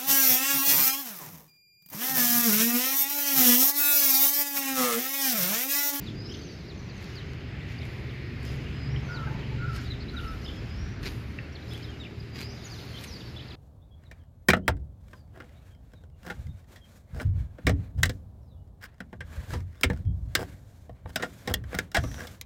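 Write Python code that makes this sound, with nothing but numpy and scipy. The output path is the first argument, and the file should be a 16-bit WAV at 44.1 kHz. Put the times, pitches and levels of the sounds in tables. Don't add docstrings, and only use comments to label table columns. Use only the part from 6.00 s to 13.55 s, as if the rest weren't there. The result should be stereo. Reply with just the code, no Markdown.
import sys
import numpy as np
from scipy import signal
from scipy.fft import rfft, irfft, next_fast_len
from scipy.io import wavfile
from scipy.ndimage import uniform_filter1d

SR = 44100
rng = np.random.default_rng(int(sys.argv[2]) if len(sys.argv) > 2 else 0)


def field_ratio(decibels):
    return 10 ** (np.asarray(decibels, dtype=float) / 20)


def wrap_up_sound(samples):
    columns = np.atleast_2d(samples).T
    tamed = np.clip(columns, -1, 1)
    steps = np.round(tamed * 32767).astype(np.int16)
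    wavfile.write(sys.argv[1], SR, steps)


N = 333175
T = np.arange(N) / SR
STEP = 32


def colour(x, points):
    hz, db = np.transpose(points)
    size = next_fast_len(x.shape[-1])
    at = np.log(np.fft.rfftfreq(size, 1 / SR) + 1)
    gain = field_ratio(np.interp(at, np.log(hz), db, -99, -99))
    return irfft(rfft(x, size) * gain, size)[..., :x.shape[-1]]


def unit(x):
    return x / np.sqrt(np.mean(x ** 2))


def walk(rate_hz):
    k = int(SR / rate_hz)
    held = np.repeat(rng.standard_normal(N // k + 1), k)
    return 1.322 * uniform_filter1d(uniform_filter1d(held, k), k)[:N]


def add(out, s, sound):
    i = int(s * SR)
    out[i:i + len(sound)] += sound[:N - i]


def tone(hz, db, waver_db):
    return np.sqrt(2) * field_ratio(db + waver_db) * np.sin(2 * np.pi * np.cumsum(hz) / SR)


def placed(x, pan_db, lag):
    return np.array([np.roll(x, lag) * field_ratio(pan_db), x])


def notes(table, waver_db, edge):
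    out = np.zeros(N)
    for s, length_s, start_hz, middle_hz, end_hz, db in table:
        u = np.linspace(0, 1, int(length_s * SR))
        hz = start_hz * (2 * u - 1) * (u - 1) + 4 * middle_hz * u * (1 - u) + end_hz * u * (2 * u - 1)
        breath = signal.windows.tukey(len(u), edge)
        add(out, s, tone(hz, db, waver_db[int(s * SR):][:len(u)]) * breath)
    return out


def bent(table, bend):
    return [(s, length_s, bend[0] * hz, hz, bend[1] * hz, db) for s, length_s, hz, db in table]


def glides(tables, waver_db, edge_s, rough):
    out = np.zeros(N)
    for table in tables:
        s, hz, db = np.transpose(table)
        on = (T > s[0]) & (T < s[-1])
        t = T[on]
        gate = np.clip(np.minimum(t - s[0], s[-1] - t) / edge_s, 0, 1)
        out[on] += gate * tone(rough[on] * np.interp(t, s, hz), np.interp(t, s, db), waver_db[on])
    return out


def town():
    # frequency in Hz, density in dB per Hz.
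    spectrum = [(20, -43), (40, -6.5), (74, -1), (125, -2.5), (180, -6.5), (330, -11.5), (530, -20),
                (920, -24), (2100, -23.5), (3600, -31), (5250, -35), (5500, -43), (7300, -47), (8000, -49)]
    # frequency in Hz, left minus right in dB.
    ports_db = [(60, -4), (110, -2), (200, 0), (380, -3.5), (700, 0.5), (1290, -7.5), (2380, -10),
                (4400, -5.5), (8120, -1), (15000, -7.0)]
    # nearest (or deepest) in seconds, spread in
    # seconds, register in Hz, spread in octaves, gain in dB (negative for a dip).
    vehicles = [(0.01, 0.35, 160, 1.66, 8), (2.7, 1.8, 2180, 0.7, 7), (3.09, 2.3, 230, 2.05, 5.5),
                (4.68, 1.26, 57, 1.35, 6), (1.6, 0.48, 112, 0.79, 3), (3.19, 0.25, 970, 0.46, 9),
                (3.1, 2.1, 34, 0.74, 10), (1.42, 0.33, 2200, 0.56, 2.5), (5.1, 1.6, 1630, .4, 3),
                (6.2, 0.27, 47, 1.2, -4), (6.15, 0.21, 2200, 0.65, -1.5)]
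    ports_apart_m, sound_m_per_s = 0.16, 343
    road_share, road_lag_s, road_top_hz = .45, .00043, 3500
    size = next_fast_len(N)
    hz = np.fft.rfftfreq(size, 1 / SR)
    around = (1 - road_share) * np.sinc(2 * hz * ports_apart_m / sound_m_per_s)
    road = road_share / (1 + (hz / road_top_hz) ** 4) * np.exp(-2j * np.pi * hz * road_lag_s)
    alike = .98 * (around + road)
    mid, side = rfft(colour(rng.standard_normal((2, size)), spectrum))
    pair = np.array([alike * mid + np.sqrt(1 - np.abs(alike) ** 2) * side, mid])
    port_hz, port_db = np.transpose(ports_db)
    lean_db = np.interp(np.log(hz + 1), np.log(port_hz), port_db)
    pair = pair * field_ratio(np.array([lean_db, -lean_db]) / 2)
    nearness = [np.exp(-((T[::STEP] - s) / spread_s) ** 2) for s, spread_s, *_ in vehicles]
    out = 0
    for centre in np.arange(4, 13.4, 1 / 2):
        window = np.cos(np.pi / 2 * np.clip(2 * (np.log2(hz + 1) - centre), -1, 1)) ** 2
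        db = 1.38 * walk(6)[::STEP]
        for near, (_, _, register_hz, octaves, gain_db) in zip(nearness, vehicles):
            reach = np.exp(-((centre - np.log2(register_hz)) / octaves) ** 2)
            db = db + gain_db * reach * (near - near.mean())
        out = out + np.repeat(field_ratio(db), STEP)[:N] * irfft(pair * window, size)[:, :N]
    return unit(out) * field_ratio(-37.5)


def engine_hums():
    # time in seconds, pitch in Hz, level in dB.
    hums = [
        [(0.0, 77.2, -51), (2.21, 78.9, -47), (2.25, 68.1, -42), (4.79, 70.06, -41), (7.55, 80.85, -49.5)],
        [(0.0, 120.7, -51.5), (3.78, 116.2, -36), (4.37, 127, -56), (4.64, 110.5, -40.5), (7.55, 117.7, -49)],
        [(1.0, 131.4, -47.5), (3.27, 138.3, -36), (3.7, 137, -39), (3.85, 135.1, -51.5), (5.0, 129, -56)],
        [(0.0, 403.2, -56.5), (6.81, 399.8, -54), (7.55, 393, -78)],
    ]
    sound = glides(hums, 3.13 * walk(9), 0.19, 1 + 0.00996 * walk(5))
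    return placed(sound, -0.8, lag=7) * field_ratio(-2.5)


def rustle():
    # peak in seconds, rise and fall in seconds per 20 dB, hiss in dB,
    # crunch in dB against the hiss.
    swells = [(.07, 0.61, 0.3, -71.5, 4.5), (.33, 0.19, 1, -71, -1), (1.03, 0.17, 0.5, -67.5, 1.5),
              (1.72, 0.2, 0.15, -70.5, 3.5), (1.86, .2, 0.5, -68.5, -1), (2.05, 0.85, 2.5, -74, -16),
              (2.46, .06, 0.4, -63.5, 0), (3.12, .4, 2, -73.5, 3), (3.28, .3, 0.5, -75, -10),
              (3.769, 0.091, 0.23, -60.5, 0.5), (4.23, 0.2, .5, -63, -5.5), (4.45, 0.19, 1.3, -71.5, 2.5),
              (5.03, 0.0018, 0.08, -60, 2), (5.066, 0.03, 0.14, -52.5, -5), (5.17, 0.11, 0.5, -67, -7),
              (5.73, 0.18, 0.34, -64, -1), (6.359, 0.025, 0.15, -63.5, 3.5),
              (6.409, 0.049, 0.08, -58.5, -1), (6.66, 0.13, 2, -64.5, -6), (7.04, 0.16, 0.1, -59, -7),
              (7.0, 1.33, 0.7, -64.5, -3)]
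    # frequency in Hz, density in dB per Hz.
    hiss_spectrum = [(7600, -21), (8400, -8.5), (9200, -6.5), (12000, -5), (14500, -8), (15600, -5.5)]
    crunch_spectrum = [(50, -8), (250, 8), (700, -2), (1500, -0.5), (3000, -0.5), (5000, -3.5),
                       (6000, -7.5), (7500, -12.5), (8200, -42)]
    grains = rng.standard_normal((3, N)) * field_ratio(2.13 * rng.exponential(1, (3, N)) + 0.83 * walk(300))
    both = placed(grains[0], 0, lag=-19) + 1.23 * grains[1:]
    hiss_gain, crunch_gain = field_ratio(-79.5), 0
    t = T[::STEP]
    for s, rise_s, fall_s, db, crunch_db in swells:
        swell = field_ratio(db - 20 * np.maximum((s - t) / rise_s, (t - s) / fall_s))
        hiss_gain = np.hypot(hiss_gain, swell)
        crunch_gain = np.hypot(crunch_gain, swell * field_ratio(crunch_db))
    hiss = np.interp(T, t, hiss_gain) * unit(colour(both, hiss_spectrum))
    crunch = np.interp(T, t, crunch_gain) * unit(colour(both, crunch_spectrum))
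    return (field_ratio(5.5) * hiss + field_ratio(21.0) * crunch) * field_ratio(np.array([[-9.], [0]]))


def ticks():
    # time in seconds, peak in dB.
    snaps = [(.0164, -51), (.9807, -43), (1.027, -38), (1.043, -42), (1.8537, -40), (2.4309, -43),
             (2.452, -35), (2.476, -44), (2.492, -42), (2.5207, -41), (2.5411, -45), (2.5606, -45),
             (2.604, -50), (3.7319, -47), (3.7428, -42), (3.7543, -37), (3.7585, -40), (3.7637, -30),
             (5.029, -42), (5.0577, -36), (5.3884, -53), (5.7351, -35), (5.7774, -38), (6.35, -50),
             (6.389, -34), (6.4073, -31), (6.4144, -31), (6.422, -38), (6.4325, -39), (6.4435, -36),
             (7.011, -38), (7.0388, -32), (7.0425, -35), (7.0454, -31), (7.051, -40)]
    # time in seconds, peak in dB.
    knocks = [(1.0425, -40), (5.031, -37), (5.0363, -33), (5.0493, -34), (5.0555, -33), (5.058, -29),
              (5.063, -27), (5.066, -30), (5.07, -30), (5.073, -27.5), (5.0787, -28), (5.087, -33),
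              (3.75, -38), (3.7983, -40), (6.3575, -36), (6.385, -36), (6.39, -34), (6.422, -37),
              (6.429, -33)]
    out, t = np.zeros(N), np.arange(400) / SR

    def ring(x, hz, q):
        return signal.lfilter(*signal.iirpeak(hz, q, SR), x)

    for s, db in snaps:
        crack = rng.standard_normal(400) * np.exp(-t / 0.0012)
        snap, knock = ring(crack, 8000, .6), ring(crack, 2400, 1.6)
        add(out, s, field_ratio(db + 3.5) * (snap / np.abs(snap).max() + knock / np.abs(knock).max()))
    for s, db in knocks:
        blow = rng.standard_normal(400) * np.exp(-t / 0.0018)
        blow = signal.lfilter(*signal.butter(3, 5000, fs=SR), blow)
        knock = ring(blow, 2400, 4) + .8 * ring(blow, 4100, 4)
        thud = np.sin(2 * np.pi * 420 * t) * np.exp(-t / 0.0035)
        add(out, s, field_ratio(db + 6.5) * (knock / np.abs(knock).max() + field_ratio(-9.5) * thud))
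    return placed(out, -13.5, lag=-17)


def chirps(curve, low_hz):
    s, length, pitch, bend, size = rng.random((300, 5)).T
    hz = low_hz + 1500 * pitch
    table = np.transpose([7.4 * s, .02 + .06 * length, hz * (.95 + .35 * bend), hz, .93 * hz, 12 * size])
    return unit(notes(table, 0 * T, 0.45)) * field_ratio(np.interp(T, *np.transpose(curve)) - 3.5)


def far_chorus():
    # time in seconds, level in dB.
    low_curve = [(0.0, -73), (0.29, -45), (1.45, -60), (4.02, -53.5), (6.39, -66), (6.58, -49), (7.55, -51)]
    high_curve = [(0.0, -74), (0.35, -53), (1.2, -60), (1.6, -70), (3.1, -64.5), (5.0, -71), (6.4, -68),
                  (6.62, -52), (7.55, -63)]
    return chirps(low_curve, 3700) + chirps(high_curve, 5300)


def far_whistles():
    # time in seconds, pitch in Hz, level in dB.
    whistles = [
        [(.15, 4700, -51), (.2, 4970, -51), (.26, 5260, -51.5), (.32, 5700, -59)],
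        [(2.72, 5010, -61), (2.81, 4990, -55), (2.855, 4950, -51), (2.89, 5090, -59), (2.945, 5970, -63)],
        [(3.02, 6200, -73.5), (3.04, 6350, -68), (3.1, 5950, -62)],
        [(4.685, 4850, -56), (4.75, 5280, -58), (4.82, 5700, -57), (4.93, 5860, -69)],
        [(6.3, 4890, -60), (6.37, 4810, -51), (6.44, 4830, -48), (6.475, 5200, -54), (6.53, 6340, -60)],
    ]
    return field_ratio(3.0) * glides(whistles, 1.4 * walk(200), 0.0059, 1 + 0.013 * walk(300))


def purring_bird():
    # start in seconds, length
    # in seconds, middle pitch in Hz, level in dB.
    clucks = [
        (3.27, 0.029, 1500, -41),
        (3.775, 0.0394, 1500, -43),
        (4.315, 0.08, 1400, -46),
        (3.06, 0.15, 935, -51),
        (3.262, 0.027, 860, -43),
        (5.388, 0.0034, 1920, -36.5),
    ]
    coos = [
        (3.305, 0.07, 1005, -43),
        (3.3, 0.085, 883, -40),
        (3.51, 0.029, 883, -42),
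        (3.38, .07, 915, -52),
        (5.387, .0056, 2670, -36),
    ]
    # start in seconds, length in seconds, first throat pitch in Hz, level in dB.
    purrs = [
        (3.082, 0.18, 1465, -40),
        (3.578, 0.163, 1470, -39),
        (4.125, 0.19, 1390, -43.5),
    ]
    end_hz, pulse_hz, fade_db, plain_db = 1290, 96, 1.3, -2
    out = notes(bent(clucks, (1.09, 0.88)) + bent(coos, (1, 1)), 1.8 * walk(80), 0.21)
    for s, length_s, first_hz, db in purrs:
        u = np.clip((T - s) / length_s, 0, 1)
        gate = np.clip(np.minimum(u, 1 - u) * length_s / 0.022, 0, 1)
        beat = np.cumsum(pulse_hz * (1 + 0.024 * walk(40))) / SR
        since_s = beat % 1 / pulse_hz
        hz = first_hz + (end_hz - first_hz) * u
        pulses = np.sin(2 * np.pi * hz * since_s) * np.sin(np.pi * (beat % 1)) ** .7
        plain = np.clip((u - .68) / .1, 0, 1)
        whistle = field_ratio(plain_db) * np.sin(2 * np.pi * np.cumsum(hz) / SR)
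        level = field_ratio(db - fade_db * u + 11.5 + 2.3 * walk(90))
        out += gate * level * ((1 - plain) * pulses + plain * whistle)
    return out


def twitter():
    # start in seconds, length in seconds, middle pitch in Hz, level in dB.
    falls = [(.095, 0.015, 3780, -53), (.361, .012, 3200, -52), (.337, 0.016, 3370, -41.5),
             (.353, .013, 3520, -53), (1.815, 0.02, 3650, -48.5), (2.09, 0.025, 3500, -51),
             (3.389, .033, 3490, -54), (3.934, 0.0112, 3430, -44), (3.945, .012, 3300, -55),
             (4.022, 0.016, 4300, -47), (4.185, .007, 3550, -44), (4.212, .008, 2800, -50),
             (4.095, .008, 3910, -46), (5.68, .01, 4100, -56), (5.551, 0.02, 3940, -45.5),
             (6.752, 0.025, 5750, -59), (6.785, 0.018, 3630, -47), (6.918, 0.023, 4000, -55),
             (6.81, .012, 3400, -52), (7.203, 0.02, 3400, -47.5), (7.502, .024, 3640, -47.5)]
    droops = [
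        (6.774, .014, 4150, -51),
        (1.794, .041, 3650, -54),
        (3.901, 0.028, 3965, -39),
        (4.164, 0.022, 3810, -39),
        (5.623, 0.0068, 3950, -49),
        (5.996, 0.036, 3740, -43.5),
        (6.062, 0.013, 2390, -47.5),
    ]
    rises = [(.285, 0.021, 2960, -53), (.337, .014, 4500, -49), (5.74, .019, 3290, -41),
             (5.824, .01, 4500, -51), (1.783, .011, 4750, -49), (4.08, 0.016, 3950, -46),
             (4.451, 0.021, 3110, -43), (4.487, 0.019, 3110, -41), (5.707, 0.022, 3500, -44.7),
             (6.049, .013, 2720, -43.5), (4.51, 0.011, 3400, -48)]
    hooks = [
        (4.197, .01, 3030, -40),
        (6.035, 0.0094, 3110, -42),
        (6.971, .021, 3300, -41.5),
        (7.39, 0.024, 3260, -44),
    ]
    arches = [(.312, 0.015, 3300, -40.5), (4.476, 0.0129, 3550, -41), (4.46, .007, 3800, -45),
              (6.96, 0.018, 3500, -45), (7.36, .016, 3550, -42), (1.609, 0.011, 3690, -53),
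              (3.419, 0.01, 3300, -49), (3.433, .008, 3050, -50), (3.445, .012, 3150, -48),
              (4.232, 0.025, 3010, -48), (4.0, .024, 4400, -49), (5.521, 0.018, 5800, -55),
              (5.727, 0.0135, 4030, -48), (7.381, 0.0063, 3890, -43.5)]
    scoops = [
        (5.84, 0.025, 3620, -45.5),
        (6.629, .03, 3840, -54.5),
    ]
    return (bent(falls, (1.17, 0.736)) + bent(droops, (1.025, 0.9)) + bent(rises, (.9, 1.06))
            + bent(hooks, (0.92, 1.32)) + bent(arches, (.83, 0.825)) + bent(scoops, (1.17, 1)))


def near_birds():
    # time in seconds, pitch in Hz, level in dB.
    slides = [
        [(.06, 4700, -50), (.068, 3950, -41.5), (.087, 3350, -42), (.095, 2600, -50)],
        [(1.152, 5100, -49), (1.185, 4050, -42.5), (1.205, 3400, -49), (1.235, 2700, -53)],
        [(3.095, 6000, -57), (3.113, 5340, -50), (3.15, 4550, -45), (3.175, 3840, -43), (3.205, 2750, -52)],
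        [(3.834, 2700, -48), (3.846, 3550, -45), (3.86, 3850, -45), (3.874, 3800, -44), (3.884, 3000, -50)],
        [(6.638, 6950, -52), (6.658, 6680, -42.5), (6.682, 5600, -45)],
        [(6.697, 5350, -50), (6.715, 4930, -41), (6.745, 4150, -45), (6.778, 3150, -51)],
        [(7.066, 6700, -53), (7.088, 5900, -44), (7.135, 5000, -42), (7.172, 4360, -43)],
    ]
    # start in seconds, length in seconds, start and end pitch in Hz, level in dB.
    sweeps = [(0.43, 0.04, 6300, 6300, -58), (0.456, 0.046, 6700, 4500, -54),
              (.678, 0.057, 5200, 2800, -52), (0.77, 0.047, 6500, 5550, -57), (.885, .04, 5050, 3800, -54),
              (0.96, 0.034, 6700, 5600, -59), (3.835, 0.092, 5400, 3000, -53),
              (6.0, 0.026, 7800, 7050, -61), (5.979, 0.017, 6700, 5000, -63), (7.48, .014, 5600, 3580, -53),
              (4.425, .02, 5950, 5700, -56), (7.523, .025, 5200, 3000, -56), (6.75, .05, 6200, 5000, -59),
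              (4.138, .008, 6400, 5700, -60), (4.148, .008, 6300, 5600, -58),
              (2.665, .014, 3000, 2500, -48), (3.81, .03, 5900, 5350, -60),
              (5.585, 0.0071, 3000, 3700, -53), (4.245, .016, 3300, 2600, -50)]
    # start in seconds, length in seconds, pitch in Hz, level in dB.
    flat_notes = [(1.175, .045, 3070, -48), (2.464, .016, 5080, -44), (2.478, .03, 4950, -49),
                  (1.46, .11, 5200, -62), (2.961, 0.0036, 3100, -36.5), (2.965, .04, 5330, -54),
                  (3.687, .083, 5300, -56.5), (4.272, 0.041, 5200, -50), (4.33, 0.018, 5640, -54),
                  (4.445, 0.0135, 5090, -38), (0.065, 0.04, 5300, -57), (.028, .02, 4600, -51),
                  (.24, .13, 5050, -52.5), (.27, .04, 5000, -49), (.37, 0.19, 5100, -59),
                  (.262, .012, 4100, -52), (.302, .01, 3750, -49), (.296, .008, 3050, -47),
                  (6.94, .018, 3170, -42), (7.075, .055, 5000, -57), (5.83, .016, 5110, -48),
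                  (6.2, .012, 4900, -46), (6.694, 0.011, 4500, -50), (4.508, 0.085, 3282, -48.5),
                  (5.8, .012, 2950, -48), (5.808, .01, 2400, -49), (5.822, .01, 3150, -46),
                  (1.12, .035, 2900, -51), (5.9, .01, 6600, -58), (5.678, .06, 5160, -54),
                  (5.848, 0.07, 5090, -58), (5.92, .06, 5100, -65), (5.878, .035, 3200, -48),
                  (5.915, 0.053, 2900, -53), (5.9, .08, 3560, -58), (4.46, 0.16, 5150, -60),
                  (2.615, .03, 5100, -56), (2.5, .06, 5000, -56), (6.5, .09, 4850, -56),
                  (6.72, .14, 5050, -59), (6.379, 0.06, 4090, -50.5), (6.488, 0.046, 5100, -61),
                  (6.58, 0.054, 6850, -63), (7.09, .15, 4630, -55)]
    straight = [(s, length_s, a, (a + b) / 2, b, db) for s, length_s, a, b, db in sweeps]
    trill = [(.32 + k * .0233, .01, 6170, -45 - k) for k in range(5)]
    scatter_db = 2.6 * walk(220)
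    out = field_ratio(-1) * glides(slides, scatter_db, 0.0027, 1 + 0.0044 * walk(250))
    out += field_ratio(2.0) * notes(straight, scatter_db, 0.42)
    out += field_ratio(3.5) * notes(twitter(), scatter_db / 2, 0.4)
    out += notes(bent(flat_notes, (1, 1)), 0.93 * scatter_db, 0.3)
    return out + notes(bent(trill, (.95, 1.04)), 0 * T, 0.52)


def trees(x, t60_s, leaves_db):
    t = np.arange(SR) / SR
    decay = np.exp(-np.log(1000) * t / t60_s)
    leaves = field_ratio(leaves_db) * np.exp(-t / .012)
    tail = rng.standard_normal((2, SR)) * (decay + leaves) * (t > .002)
    tail = tail / np.sqrt(np.sum(tail[0] ** 2))
    return signal.fftconvolve(x[None], tail, axes=1)[:, :N] * field_ratio(np.array([[-7.], [0]]))


def scene():
    background = town() + engine_hums() + rustle() + ticks()
    far, large, near = far_whistles(), purring_bird(), near_birds()
    birds = placed(near, -11, lag=-20) + placed(far, -10, lag=14) + placed(large, -5, lag=-21)
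    near_echoes = trees(field_ratio(-7) * near + field_ratio(-5) * large, .42, 0)
    far_echoes = trees(field_ratio(2) * far + far_chorus(), .7, 0)
    return background + birds + near_echoes + far_echoes


def thinned(x):
    # frequency in Hz, bar in dB against the level nearby.
    thin_db = [(20, -60), (1500, -26), (2600, -19), (5000, -14), (6000, -9), (7200, -2), (7900, 3),
               (8300, 8), (8800, 3), (9500, 2), (13000, 3), (14700, 4), (15350, 15), (22000, 18)]
    lead = 1024 - 303
    n, line = np.arange(2048), np.arange(1024)
    window = np.sin(np.pi * (n + .5) / 2048)[:, None]
    basis = window * np.cos(np.pi / 1024 * np.outer(n + 512.5, line + .5))
    blocks = np.pad(x, ((0, 0), (lead, 2048 - (N + lead) % 1024))).reshape(2, -1, 1024)
    z = np.concatenate([blocks[:, :-1], blocks[:, 1:]], axis=2) @ basis
    nearby = uniform_filter1d(np.abs(z), size=61, axis=2)
    patches_db = np.repeat(3.5 * rng.standard_normal((2, z.shape[1], 64)), 16, axis=2)
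    patches_db = patches_db + 2.5 * rng.standard_normal((z.shape[1], 1))
    hz = (line + .5) * SR / 2048
    left_db = np.array([5, 0])[:, None, None] * (hz < 7500)
    bar_db = np.interp(hz, *np.transpose(thin_db)) + patches_db + left_db
    kept = (z * (np.abs(z) > nearby * field_ratio(bar_db))) @ basis.T / 512
    first = np.pad(kept[..., :1024], ((0, 0), (0, 1), (0, 0)))
    second = np.pad(kept[..., 1024:], ((0, 0), (1, 0), (0, 0)))
    return (first + second).reshape(2, -1)[:, lead:][:, :N]


def band_limit(x):
    return signal.sosfilt(signal.butter(12, 15630, fs=SR, output="sos"), x)


def record(dry):
    mix = thinned(dry)
    return band_limit(mix)


dry = scene()
out = record(dry)
wrap_up_sound(out)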